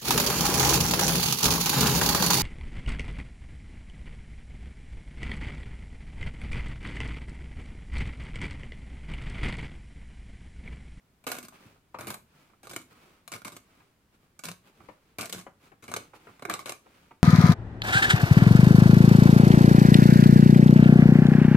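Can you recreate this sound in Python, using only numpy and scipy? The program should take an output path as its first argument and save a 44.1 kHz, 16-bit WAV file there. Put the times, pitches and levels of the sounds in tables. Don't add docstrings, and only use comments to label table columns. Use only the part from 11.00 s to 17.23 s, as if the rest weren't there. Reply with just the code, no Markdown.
import sys
import numpy as np
from scipy import signal
from scipy.fft import rfft, irfft, next_fast_len
from scipy.io import wavfile
from scipy.ndimage import uniform_filter1d

SR = 44100
rng = np.random.default_rng(int(sys.argv[2]) if len(sys.argv) > 2 else 0)


def persist_wave(psi):
    counts = np.round(np.clip(psi, -1, 1) * 32767).astype(np.int16)
    wavfile.write(sys.argv[1], SR, np.atleast_2d(counts).T)


N = 274743

# start_s, length_s, crackle_db, rattle_db, rumble_db
RIPS = [(0.267, 0.12, -39, -34, -58), (0.428, 0.01, -50, -50, -48.5), (0.987, 0.067, -51.5, -41, -47),
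        (1.07, 0.068, -43.5, -38, -45), (1.631, 0.04, -55.5, -51.5, -56), (1.695, .12, -47.5, -48, -48.5),
        (2.318, 0.039, -42, -39.5, -48.5), (2.448, 0.026, -42.5, -38.5, -45.5),
        (2.52, 0.041, -53, -52, -53.5), (3.437, 0.064, -40.5, -41, -48.5), (4.185, 0.067, -39.5, -34, -47),
        (4.334, 0.072, -43.5, -43, -45.5), (4.825, 0.028, -55, -51, -53), (4.88, 0.13, -50.5, -43.5, -44.5),
        (5.501, 0.046, -42.5, -32.5, -48), (5.6, 0.012, -51, -46, -57), (5.658, 0.056, -41.5, -38, -75)]
# time_s, level_db
FLAP_POPS = [(0.524, -45), (0.758, -56), (0.945, -29.5), (1.498, -54), (1.534, -51), (2.803, -47),
             (3.804, -44), (3.887, -33.5), (4.466, -34), (4.718, -40), (5.135, -40), (5.27, -39.5),
             (5.287, -44), (5.488, -32), (5.862, -46), (6.11, -40.5)]


def amp(db):
    return 10 ** (np.asarray(db) / 20)


def unit(x):
    return x / np.sqrt(np.mean(x ** 2) + 1e-20)


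def along(points, hz):
    freqs, values = np.transpose(points)
    return np.interp(np.log(hz + 1), np.log(freqs + 1), values)


def filtered(x, response):
    size = next_fast_len(N + SR // 2)
    return irfft(rfft(x, size) * response(np.fft.rfftfreq(size, 1 / SR)), size)[..., :N]


def coloured(x, spectrum, size=4096):
    gain = amp(along(spectrum, np.fft.rfftfreq(size, 1 / SR)))
    cepstrum = irfft(np.log(gain + 1e-6))
    cepstrum[1:size // 2] *= 2
    cepstrum[size // 2 + 1:] = 0
    ring = irfft(np.exp(rfft(cepstrum)))
    return signal.fftconvolve(x, ring[None] / np.linalg.norm(ring), axes=1)[:, :N]


def add(track, s, sound):
    start = max(round(s * SR), 0)
    part = track[:, start:start + sound.shape[1]]
    part += sound[:, :part.shape[1]]


def swells(rows):
    t = np.arange(0, N, 32) / SR
    power = sum(amp(db) ** 2 * np.exp(-(2 * (t - s) / length) ** 2) for s, length, db in rows)
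    return np.interp(np.arange(N) / SR, t, np.sqrt(power))


def grains(count, rate_hz, spread_db):
    occurs = rng.random(count) < rate_hz / SR
    size = amp(spread_db * np.clip(rng.standard_normal(count), -2, 2))
    sign = rng.choice([-1, 1], count)
    return unit(occurs * sign * size)


def avalanche(t60_s, snap, rate_hz, spread_db):
    t = np.arange(SR // 8) / SR
    tension = np.exp(-(t / .055) ** 4)
    envelope = amp(-60 * t / t60_s) * tension
    force = envelope * grains(len(t), rate_hz, spread_db)
    force[0] -= snap
    return force * np.linalg.norm(envelope) / np.linalg.norm(force)


def radiated(force, t60_s, scatter):
    t = np.arange(SR // 40) / SR
    waves = rng.standard_normal((2, len(t))) * amp(-60 * t / t60_s)
    waves *= scatter / np.linalg.norm(waves, axis=1, keepdims=True)
    waves[0, 0] += 1
    waves[1, rng.integers(1, 8)] += rng.choice([-1, 1])
    waves /= np.linalg.norm(waves, axis=1, keepdims=True)
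    return signal.fftconvolve(force[None], waves, axes=1)


def pull_db(age_s, length_s, sag_db_per_s=85.5, release_db_per_s=528):
    return -sag_db_per_s * age_s - release_db_per_s * np.maximum(age_s - length_s, 0)


def cracks_and_slips(count=20):
    # time_s, crackle_db, rattle_db
    cracks = [(0.24, -54, -49.5), (0.317, -28, -27), (0.386, -36.5, -37), (0.45, -45.5, -47),
              (0.484, -44.5, -47), (1.009, -40.5, -34.5), (1.103, -35, -33), (1.142, -38, -37.5),
              (1.671, -45, -43), (1.734, -41, -38.5), (1.7626, -30, -31.5), (2.278, -39, -44),
              (2.418, -52, -44), (2.48, -40.5, -39.5), (2.566, -41, -40), (3.392, -42.5, -44),
              (3.454, -33, -39.5), (3.486, -33.5, -32), (3.515, -39, -38.5), (4.21, -29, -51),
              (4.257, -33.5, -57), (4.296, -35, -41), (4.326, -27, -41), (4.84, -47, -48),
              (4.916, -39, -34.5), (4.939, -31, -25.5), (4.964, -28.5, -25.5), (5.395, -57, -46),
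              (5.423, -44.5, -32.5), (5.452, -41, -26.5), (5.497, -29, -24.5), (5.539, -29.5, -25),
              (5.592, -40, -36), (5.694, -31.5, -29), (5.721, -35, -36.5)]
    crack_t60_s, crack_snap = .034, 3.4
    slip_t60_s, slip_snap = .059, 1.26
    gap_s, scatter_db, jerk_db = .008, 2, 4
    stall_s, stall_db = .016, 3.5
    rows = [(*crack, crack_t60_s, crack_snap) for crack in cracks]
    for s, length, crackle_db, rattle_db, _ in RIPS:
        ages = gap_s * (np.arange(count) + rng.uniform(-.5, .5, count))
        until_crack = np.array(cracks)[:, :1] - (s + ages)
        stalled = np.any((until_crack > 0) & (until_crack < stall_s), axis=0)
        levels = pull_db(ages, length) + scatter_db * rng.standard_normal(count) - stall_db * stalled
        ages[0], levels[0] = 0, jerk_db
        for age, db in zip(ages, levels):
            rows.append((s + age, crackle_db + db, rattle_db + db, slip_t60_s, slip_snap))
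    return rows


def tear():
    # frequency_hz, level_db
    fibre_spectrum = [(1590, -22.5), (2700, -1.5), (3380, -5.5), (4410, -2), (5400, -6.5), (6120, -4),
                      (7600, -4.5), (8250, -1.5), (9430, -6.5), (10000, -4.5), (12500, -6), (15200, -12.5),
                      (16000, -36)]
    # frequency_hz, level_db
    rattle_spectrum = [(26, -47), (45, -44.5), (112, 2.5), (146, -5.5), (184, -3.5), (344, -3.5),
                       (442, -5.5), (715, -4), (870, -10), (1220, -2), (1330, -10), (1430, -4), (1940, -17),
                       (2240, -5.5), (3200, -36.5), (4160, -19.5), (7040, -120)]
    # time_s, treble_db
    crispness = [(.4, 1), (1.05, 5), (1.7, -2), (4.9, -3)]
    crackle, rattle = np.zeros((2, 2, N))
    for s, crackle_db, rattle_db, t60_s, snap in cracks_and_slips():
        force = avalanche(t60_s, snap, rate_hz=5500, spread_db=4.5)
        breaks = radiated(force, t60_s=.011, scatter=.45)
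        add(crackle, s, amp(crackle_db) * breaks)
        add(rattle, s, amp(rattle_db) * breaks)
    treble = filtered(crackle, lambda hz: 1 / (1 + (10000 / (hz + 1)) ** 8))
    treble_db = np.interp(np.arange(N) / SR, *np.transpose(crispness))
    crackle += treble * (amp(treble_db) - 1)
    low_cut = signal.butter(2, 170, "highpass", fs=SR, output="sos")
    rattle = signal.sosfilt(low_cut, coloured(rattle, rattle_spectrum))
    return amp(-2.0) * coloured(crackle, fibre_spectrum) + amp(-2.03) * rattle


def table_rumble():
    # pitch_hz, width_hz, level_db
    modes = [(109, 26.4, 5), (182, 87, 3), (220, 53, 6.5), (374, 72, -4.5)]
    # middle_s, length_s, level_db
    bumps = [(.66, 0.014, -48.5), (3.815, 0.04, -53.5), (4.2, 0.023, -44.5), (5.28, 0.052, -55.5)]
    nudge_s, nudge_db = .025, -21
    nudges = [(s + nudge_s / 2, nudge_s, db + nudge_db) for s, db in FLAP_POPS]
    push = swells(bumps + nudges)[None]
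    age = np.arange(SR // 4) / SR
    for s, length, _, _, rumble_db in RIPS:
        add(push, s, amp(rumble_db + pull_db(age, length))[None])

    def wood(hz):
        return sum((-1) ** k * amp(db) * 1j * hz * width / (pitch ** 2 - hz ** 2 + 1j * hz * width)
                   for k, (pitch, width, db) in enumerate(modes))

    energy = np.mean(np.abs(wood(np.fft.rfftfreq(SR, 1 / SR))) ** 2)
    return amp(-3.0) * filtered(push * rng.standard_normal((2, N)), wood) / np.sqrt(energy)


def flap_booms(waver_hz=12.1):
    # middle_s, length_s, pitch_hz, level_db
    booms = [(0.416, 0.099, 245, -55), (1.1, 0.043, 210, -46), (3.497, .06, 172.4, -44.5),
             (4.36, 0.067, 184.3, -46), (4.946, 0.015, 384.7, -44), (5.458, 0.012, 400, -38.5),
             (5.509, 0.042, 325, -38)]
    sound = np.zeros((2, N))
    t = np.arange(-SR // 5, SR // 5) / SR
    for s, length, hz, db in booms:
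        waver = unit(uniform_filter1d(rng.standard_normal(len(t)), size=600))
        phase = 2 * np.pi * np.cumsum(hz + waver_hz * waver) / SR
        envelope = amp(db) * np.exp(-2 * (t / length) ** 2)
        add(sound, s + t[0], envelope * np.array([np.sin(phase), np.cos(phase)]))
    return sound


def flap_pops(rise_s=.004):
    # frequency_hz, level_db
    flap_spectrum = [(50, -8), (200, -8.5), (350, -1.5), (520, -1.5), (720, -1), (1200, -0.5), (1750, -11),
                     (2400, -11), (3500, -28.5), (16000, -47)]
    pops = np.zeros((2, N))
    for s, db in FLAP_POPS:
        force = avalanche(t60_s=.061, snap=1.5, rate_hz=12000, spread_db=.5)
        force *= 1 - np.exp(-np.arange(len(force)) / SR / rise_s)
        add(pops, s - rise_s / 2, amp(db) * radiated(force, t60_s=.0076, scatter=.36))
    return amp(-2.5) * coloured(pops, flap_spectrum)


def paper_slides():
    # middle_s, length_s, level_db
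    slides = [(.55, 0.032, -57), (.645, 0.15, -59.5), (1.41, 0.15, -63), (1.92, 0.024, -59.5),
              (2.03, 0.23, -61), (2.76, 0.2, -66), (3.145, 0.028, -66), (3.24, .05, -70.5),
              (3.675, 0.048, -60.5), (3.85, 0.18, -64), (4.09, 0.12, -70.5), (4.655, 0.064, -60.5),
              (5.03, 0.088, -61.5), (5.16, 0.024, -54.5), (5.28, 0.23, -62), (5.98, 0.22, -63)]
    # frequency_hz, level_db
    rub_spectrum = [(60, -29), (140, 9), (300, 7), (700, -0.5), (1300, 1), (1850, -4.5), (2350, -0.5),
                    (3300, -7), (6000, -14), (15000, -19)]
    friction = np.array([grains(N, rate_hz=5000, spread_db=5.5) for _ in range(2)])
    return coloured(swells(slides) * friction, rub_spectrum)


def room_tail():
    # frequency_hz, t60_s
    decay_times = [(150, 0.55), (700, 0.23), (13000, 0.27)]
    # frequency_hz, level_db
    levels = [(150, -10), (700, -7.5), (13000, -9.5)]
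    hz, t, noise = signal.stft(rng.standard_normal((2, SR // 3)), SR, nperseg=256)
    decay = amp(-60 * t / along(decay_times, hz)[:, None])
    energy = np.sum(decay ** 2, axis=1, keepdims=True) * t[1] * SR
    decay *= amp(along(levels, hz))[:, None] / np.sqrt(energy)
    _, tail = signal.istft(noise * decay, SR, nperseg=256)
    return np.pad(tail, ((0, 0), (SR // 250, 0)))


def reflections(x, size=16384):
    wet = np.zeros((2, N))
    for start in range(0, N, size // 2):
        part = x[:, start:start + size]
        fade = np.sqrt(np.hanning(size))[:part.shape[1]]
        add(wet, start / SR, signal.fftconvolve(part * fade, room_tail(), axes=1))
    return wet


def room_tone():
    # frequency_hz, level_db
    quiet_spectrum = [(20, -15), (50, -5.5), (180, -7), (600, -20), (2200, -25.5), (5500, -34),
                      (15000, -36.5)]
    return amp(-68.0) * coloured(rng.standard_normal((2, N)), quiet_spectrum)


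def scene():
    # frequency_hz, side_over_mid_db
    width = [(40, -11), (140, -19), (330, -11), (700, -5), (1290, 0), (2380, -3), (4400, 0)]
    # frequency_hz, left_over_right_db
    lean = [(200, 1), (380, -4), (700, 3.5), (1290, -4), (2380, 2), (4400, -1), (8120, -2), (15000, 2)]
    paper = tear() + flap_booms() + flap_pops() + paper_slides() + table_rumble()
    mid, side = room_tone() + paper + reflections(paper)
    side = filtered(side, lambda hz: amp(along(width, hz)))
    left_right = np.array([mid + side, mid - side])
    return filtered(left_right, lambda hz: amp(np.outer([.5, -.5], along(lean, hz))))


def record(dry):
    top_hz = 15900
    return filtered(dry, lambda hz: 1 / np.sqrt(1 + (hz / top_hz) ** 120))


dry = scene()
out = record(dry)
persist_wave(out)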